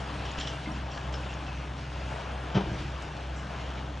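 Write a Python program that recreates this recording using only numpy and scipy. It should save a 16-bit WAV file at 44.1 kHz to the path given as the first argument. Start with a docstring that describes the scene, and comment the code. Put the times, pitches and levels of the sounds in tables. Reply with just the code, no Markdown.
"""A building fire at night

Some way off, flames make a dull broadband roar with hiss and faint crackle on top. Two fire engines
idle at nearly the same speed, so their exhaust notes beat; a generator drones beneath them. Debris
snaps, and a few rustles, squeaks and hollow knocks sound, mostly early on. One heavy thump, like a
vehicle door, rings a panel and is reflected by the buildings as a rumble."""
import sys
import numpy as np
from scipy import signal
from scipy.fft import rfft, irfft, next_fast_len
from scipy.io import wavfile
from scipy.ndimage import uniform_filter1d, map_coordinates

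SR = 44100
rng = np.random.default_rng(int(sys.argv[2]) if len(sys.argv) > 2 else 0)


def unload_audio(sound):
    """Save the sound as a 16-bit wav file, at the path given as the first command line argument."""
    columns = np.transpose(np.atleast_2d(sound))
    # keep every value between -1 and 1, then stretch to whole-number steps
    steps = np.round(np.clip(columns, -1, 1) * 32767)
    wavfile.write(sys.argv[1], SR, steps.astype(np.int16))


N = 176400

# spectra of the flames' roar and hiss (frequency [Hz], relative density [dB])
ROAR_SPECTRUM = [(150, -17), (300, -3.5), (470, -1.5), (650, 1), (850, -.5), (1150, -3.5), (1600, -4),
                 (2100, -14.5), (3500, -25), (8000, -61.5), (10000, -77)]
HISS_SPECTRUM = [(900, -22.5), (1700, -1.5), (2250, -0.5), (2750, 1.5), (3350, -1.5), (3900, -6),
                 (4900, -10.5), (5400, -10), (6300, -13), (7400, -18), (8200, -31.5), (9500, -32.5)]


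def amp(db):
    """Amplitude ratio of a level in decibels."""
    return 10 ** (np.asarray(db) / 20)


def unit(x):
    """Normalisation to rms 1."""
    return x / np.sqrt(np.mean(x ** 2) + 1e-20)


def along(points, hz):
    """Interpolation of (frequency [Hz], value) points on a logarithmic axis."""
    frequencies, values = np.transpose(points)
    return np.interp(np.log(hz + 1), np.log(frequencies + 1), values)


def since(onset):
    """Seconds elapsed since an onset, zero before it."""
    return np.maximum(np.arange(N) / SR - onset, 0)


def curve(rows):
    """Linear interpolation of (time [s], value) rows at every sample."""
    return np.interp(since(0), *np.transpose(rows))


def wobble(rate):
    """Smooth random modulation: a spline through `rate` Gaussian values a second."""
    return map_coordinates(rng.standard_normal(int(N * rate / SR) + 4), [since(0) * rate + 1])


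def filtered(x, response):
    """Linear filtering: the spectrum of x is multiplied by a frequency response."""
    size = next_fast_len(N + SR // 2)
    return irfft(rfft(x, size) * response(np.fft.rfftfreq(size, 1 / SR)), size)[..., :N]


def coloured(x, spectrum, tilt=0):
    """Spectral shaping, with an added tilt in dB per octave."""
    return filtered(x, lambda hz: amp(along(spectrum, hz) + tilt * np.log2((hz + 50) / SR)))


def noise(spectrum, tilt=0):
    """Coloured Gaussian noise of rms 1."""
    return unit(coloured(rng.standard_normal(N), spectrum, tilt))


def rush(spectrum, patchy_db):
    """Mid-side stereo noise, modulated in random patches of time and frequency."""
    # stereo width (frequency [Hz], side level over mid [dB])
    width = [(60, -53.5), (120, -64), (300, -32), (500, -13), (900, -9), (1500, -13), (2100, -29.5),
             (4000, -34.5), (4750, 2), (5300, -13.5), (6200, -7.5), (7000, -28), (8000, 22.5)]
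    cells = signal.stft(rng.standard_normal((2, N)), nperseg=512)[2]
    patches = uniform_filter1d(rng.standard_normal(cells.shape[1:]), size=5, axis=0)
    patches = uniform_filter1d(patches, size=10, axis=1)
    pair = signal.istft(cells * amp(patchy_db * unit(patches)), nperseg=512)[1][:, :N]
    mid, side = coloured(pair, spectrum)
    side = coloured(side, width)
    return np.array([mid + side, mid - side]) / np.std(mid)


def pops(spectrum, rate, scatter_db):
    """Shot noise of rms 1: filtered random impulses of uneven size, about `rate` a second."""
    impulses = rng.random(N) < rate / SR
    sizes = amp(scatter_db * np.clip(rng.standard_normal(N), -2, 2))
    return unit(coloured(impulses * sizes, spectrum))


def swell(t, rise_s, length):
    """Envelope with a linear rise and a Gaussian decay that reaches 1/e at `length` seconds."""
    return np.minimum(t / rise_s, 1) * np.exp(-(t / length) ** 2)


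def attack(t, rise_s):
    """Exponential approach to full amplitude."""
    return 1 - np.exp(-t / rise_s)


def ring(modes, t):
    """Free vibration: a sum of damped modes, t seconds after a blow."""
    return sum(amp(db - 60 * t / t60) * np.sin(2 * np.pi * hz * t) for hz, db, t60 in modes)


def fire(rumble_db=-45.5):
    """Combustion noise: rumble, roar and hiss are three bands that flicker independently."""
    # spectrum of the rumble (frequency [Hz], relative density [dB])
    rumble_spectrum = [(15, -28), (33, -12), (48, 2.5), (80, -0.5), (115, 5.5), (145, 4.5), (172, 1.5),
                       (200, -1.5), (240, -3), (305, 1), (360, -14), (600, -33.5), (3000, -91.5)]
    # envelopes of the roar and the hiss (time [s], level [dB])
    roar_level = [(0, -41), (.14, -41.5), (.4, -42), (.6, -44), (.85, -44.5), (1.2, -43), (1.5, -45.5),
                  (2.04, -45.5), (2.13, -41.5), (2.27, -43), (2.8, -44), (3.4, -45.5), (3.54, -43),
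                  (3.7, -42.5), (4, -47.5)]
    hiss_level = [(0, -47.5), (.28, -46), (.55, -47), (.85, -50), (1.2, -48), (1.7, -51.5), (2.15, -48),
                  (2.45, -51), (2.68, -49), (2.8, -45.5), (2.95, -50), (3.4, -50), (3.6, -49), (4, -52.5)]
    rumble = amp(rumble_db + 0.54 * wobble(3.3)) * rush(rumble_spectrum, patchy_db=0.9)
    roar = amp(curve(roar_level) + 0.42 * wobble(13)) * rush(ROAR_SPECTRUM, patchy_db=1.18)
    hiss = amp(curve(hiss_level) + 0.64 * wobble(25.48)) * rush(HISS_SPECTRUM, patchy_db=1.55)
    return rumble + roar + hiss


def crackle(fine_db=-59, coarse_db=-55):
    """Shot noise of the fire: tiny bright pops in the hiss and duller ones in the roar."""
    fine = amp(fine_db) * pops(HISS_SPECTRUM, rate=90, scatter_db=2.5)
    coarse = amp(coarse_db) * pops(ROAR_SPECTRUM, rate=45, scatter_db=3)
    return fine + coarse


def engines(in_step_s=0.2, drift_rad=0.087, flutter_db=0.89):
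    """Beats: two harmonic exhaust notes interfere at the difference of their firing rates."""
    # idling engines (firing rate [Hz], level of the fundamental [dB], fall per overtone [dB])
    exhausts = [(64.55, -39.5, 9), (67.8, -57, 11)]
    out, t = np.zeros(N), since(0)
    for hz, db, fall_db in exhausts:
        phase = 2 * np.pi * hz * (t - in_step_s) + drift_rad * wobble(3.4)
        for overtone in range(3):
            level = db - fall_db * overtone + flutter_db * (overtone + 1.5) * wobble(9)
            out += amp(level) * np.cos((overtone + 1) * phase + overtone * np.pi)
    return np.sqrt(2) * out


def generator(flutter_db=0.99, drift_rad=0.68):
    """A line spectrum whose partials waver under slow amplitude and phase modulation."""
    # partials of the drone (frequency [Hz], level [dB])
    partials = [(50, -67), (100, -57), (150.2, -51.5), (300, -58.5), (408, -62), (500, -67.5)]
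    out, t = np.zeros(N), since(0)
    for hz, db in partials:
        gain = amp(db + flutter_db * wobble(3.927))
        out += gain * np.sin(2 * np.pi * hz * t + drift_rad * wobble(3.07))
    return np.sqrt(2) * out


def rustles(grain_db=1):
    """Short scuffs: noise bursts made grainy by fast amplitude modulation."""
    # scuffs (time [s], level [dB], length [s], tilt [dB/octave])
    scuffs = [(0.251, -43, 0.04, -1.5), (0.376, -33.5, 0.024, -3.5), (0.399, -39.5, 0.063, -0.5),
              (0.464, -43, 0.042, 4), (0.5, -51.5, 0.047, 2.5), (0.909, -55, 0.12, 7),
              (1.121, -49, 0.04, 5.5), (1.294, -58, 0.044, 9), (1.465, -45, 0.04, -2.5),
              (3.357, -54, 0.054, 25)]
    # spectrum of a scuff (frequency [Hz], relative density [dB])
    spectrum = [(300, 3.5), (800, -8), (1900, -7.5), (2600, -4.5), (3150, 5), (3900, -6), (4800, -9),
                (5700, -2), (6600, -18), (7400, -13), (8300, -30.5), (9500, -56.5)]
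    out = np.zeros(N)
    for onset, db, length, tilt in scuffs:
        out += amp(db) * swell(since(onset), 0.00636, length) * noise(spectrum, tilt)
    return out * unit(amp(grain_db * wobble(400)))


def snaps(t60_s=0.029):
    """Fracture: burning debris breaks in dry, quickly damped broadband transients."""
    # cracks (time [s], level [dB], tilt [dB/octave])
    cracks = [(0.253, -34, -5.5), (0.312, -41.5, -3), (.385, -29.5, -2), (0.4, -29, -2), (.410, -29, -1.5),
              (0.448, -41.5, -3), (0.473, -31, 1), (.54, -43, 0), (.657, -39, -6), (.753, -40, -4),
              (0.917, -43, 0), (.95, -44, 0), (.975, -38.5, -3), (1.139, -38, 1), (1.292, -43, -5),
              (1.464, -39.5, -3), (3.166, -40, -2), (3.703, -41.5, 1)]
    # spectrum of a crack (frequency [Hz], relative density [dB])
    spectrum = [(400, -10), (1200, -7.5), (2200, -1.5), (3200, 5.5), (4000, -2.5), (4800, -9), (5800, -5.5),
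                (7400, -12.5), (9500, -45)]
    out = np.zeros(N)
    for onset, db, tilt in cracks:
        t = since(onset)
        out += amp(db - 60 * t / t60_s) * attack(t, rise_s=0.00065) * noise(spectrum, tilt)
    return out


def squeaks(rough_rad=0.65, flutter_db=3):
    """Whistles, as of wet burning wood or strained metal, roughened by phase and amplitude modulation."""
    # whistles (time [s], frequency [Hz], level [dB], length [s], glide [octaves/s])
    whistles = [(.313, 6800, -44.5, 0.0083, 0), (0.395, 7200, -42.5, .008, 0),
                (0.402, 3095, -43, 0.018, -4), (0.452, 3100, -45, 0.02, -2),
                (0.475, 3130, -41, 0.034, -4.5), (.472, 4010, -40, 0.0058, -4),
                (0.475, 5886, -50, 0.033, 2.5), (.53, 2830, -48, 0.038, -1),
                (0.654, 2096, -44.5, 0.032, 0.5), (0.715, 5570, -49.5, 0.01, 1), (.912, 5620, -55, .02, -1),
                (0.935, 4487, -52, 0.035, 0), (0.97, 1668, -45, 0.043, 0), (1.136, 5280, -49, 0.0332, -0.5),
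                (1.292, 2710, -46, 0.035, 0.5), (1.334, 6610, -53.5, 0.0148, 2),
                (1.478, 2650, -46, 0.035, -1.5), (1.54, 2586, -53, 0.068, 0)]
    out = np.zeros(N)
    for onset, hz, db, length, glide in whistles:
        t = since(onset)[:round((onset + 0.25) * SR)]
        waver = np.interp(t, np.arange(128) / 400, rng.standard_normal(128))
        phase = 2 * np.pi * np.cumsum(hz * 2 ** (glide * t)) / SR + rough_rad * waver
        out[:len(t)] += amp(db) * swell(t, 0.0049, length) * np.sin(phase)
    return np.sqrt(2) * out * unit(amp(flutter_db * wobble(300)))


def flares():
    """Combustion noise surges briefly in the midrange as the flames flare up."""
    # flare-ups (time [s], level [dB], length [s])
    surges = [(0.37, -44, 0.057), (0.682, -48, 0.064), (2.09, -44, 0.1), (3.496, -42.5, 0.087)]
    # spectrum of a flare-up (frequency [Hz], relative density [dB])
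    spectrum = [(300, -31), (600, 2), (850, -3), (1100, -3), (1600, -17.5), (3000, -39)]
    envelope = sum(amp(db) * swell(since(onset), 0.015, length) for onset, db, length in surges)
    return envelope * rush(spectrum, patchy_db=5)


def knocks(tail_db=-3, tail_t60_s=0.46):
    """Resonance: soft blows excite a distant hollow body, with a short outdoor reverberation."""
    # blows (time [s], level [dB])
    blows = [(.658, -40), (.668, -34), (.70, -39), (.731, -43.5), (1.174, -42)]
    # modes of the body (frequency [Hz], relative level [dB], T60 [s])
    modes = [(205, -13.5, 0.43), (244, -9.5, 0.28), (304.6, 2.5, 0.15)]
    # spectrum of the reverberation (frequency [Hz], relative density [dB])
    tail_spectrum = [(90, -17), (170, 4.5), (230, 5), (315, -6.5), (370, -14.5), (900, -22), (3000, -66.5)]
    out = np.zeros(N)
    for onset, db in blows:
        t = since(onset)
        tail = amp(tail_db - 60 * t / tail_t60_s) * noise(tail_spectrum)
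        out += amp(db) * attack(t, rise_s=0.0064) * (ring(modes, t) + tail)
    return out


def thumps(thud_t60_s=0.14, echo_db=-15, echo_delay_s=0.071, echo_t60_s=1.53):
    """Impact and reflection: each blow thuds and rings a panel; the buildings return a low rumble."""
    # one light blow, then the cluster of the heavy thump (time [s], level [dB], tilt [dB/octave])
    blows = [(1.14, -40, 4), (2.545, -30, 3), (2.551, -26.5, 2), (2.561, -24, .5), (2.571, -25, 1),
             (2.607, -31.5, 1.5), (2.716, -33, -6), (2.801, -35.5, -6)]
    # modes of the panel (frequency [Hz], relative level [dB], T60 [s])
    modes = [(193.3, -3, 0.2), (334, -7, 0.15), (407.3, -11.5, 0.21), (643, -8.5, 0.17)]
    # spectra of the thud and its echo (frequency [Hz], relative density [dB])
    thud_spectrum = [(30, -30.5), (70, -7), (110, -0.5), (160, 1.5), (250, -4), (400, -8), (500, -9.5),
                     (680, -8.5), (1100, -16.5), (1600, -20.5), (2200, -28), (3100, -23.5), (4300, -36),
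                     (6000, -40), (8000, -61), (10000, -90)]
    echo_spectrum = [(22, -23), (33, -11), (43, 4), (52, 3), (70, -4.5), (100, -4.5), (140, 4),
                     (240, -18.5), (320, -1.5), (480, -19.5), (800, -27.5), (3000, -36), (8000, -49),
                     (10000, -70.5)]
    direct, echo_power = np.zeros(N), np.zeros(N)
    for onset, db, tilt in blows:
        t, late = since(onset), since(onset + echo_delay_s)
        thud = amp(-60 * t / thud_t60_s) * noise(thud_spectrum, tilt)
        direct += amp(db) * attack(t, rise_s=0.00162) * (ring(modes, t) + thud)
        # incoherent reflections add in power
        echo_power += amp(db + echo_db - 60 * late / echo_t60_s) ** 2 * attack(late, rise_s=0.024)
    return direct + np.sqrt(echo_power) * noise(echo_spectrum)


def air_push(centre_s=2.567, hz=127.7, db=-20.5, half_length_s=0.011):
    """Air displaced by the heaviest blow radiates one low pressure pulse with a Gaussian envelope."""
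    t = since(0) - centre_s
    return -amp(db) * np.sin(2 * np.pi * hz * t) * np.exp(-(t / half_length_s) ** 2)


def tick(onset_s=3.021, db=-39, t60_s=0.066):
    """One thin, bright tick close by: a noise transient with exponential decay."""
    # spectrum of the tick (frequency [Hz], relative density [dB])
    spectrum = [(1000, -12), (3000, 0), (6500, -3), (8500, -6), (11500, 2)]
    t = since(onset_s)
    return amp(db - 60 * t / t60_s) * attack(t, rise_s=0.0011) * noise(spectrum)


def scene():
    """Superposition: the wide fire lies behind the central sources."""
    background = fire() + flares() + crackle() + tick() + engines() + generator()
    return background + rustles() + snaps() + squeaks() + knocks() + thumps() + air_push()


def record(dry, mono_below_hz=390, treble_hz=8200, leak_db=-23.5, top_hz=12000):
    """Level and phase differences at a microphone pair favour the left midrange; treble is cut."""
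    # imbalance of the pair (frequency [Hz], left over right [dB])
    lean = [(230, -2), (360, 7), (550, 2), (860, 8), (1350, 5.5), (1700, 0.5), (2100, 0)]
    # phase difference of the pair (frequency [Hz], left lead [rad])
    lead = [(230, 0.019), (450, 0.7), (860, 0.56), (1250, 0.41), (2000, 0.091)]

    def response(hz):
        # each channel takes half of both differences, which fade out in the bass
        share = np.array([[1], [-1]]) / 2 * hz ** 4 / (hz ** 4 + mono_below_hz ** 4)
        pair = amp(share * along(lean, hz)) * np.exp(1j * share * along(lead, hz))
        lowpass = 1 / np.sqrt(1 + (hz / treble_hz) ** 80)
        return pair * (lowpass + amp(leak_db)) * (hz < top_hz)
    return filtered(dry, response)


dry = scene()
out = record(dry)
unload_audio(out)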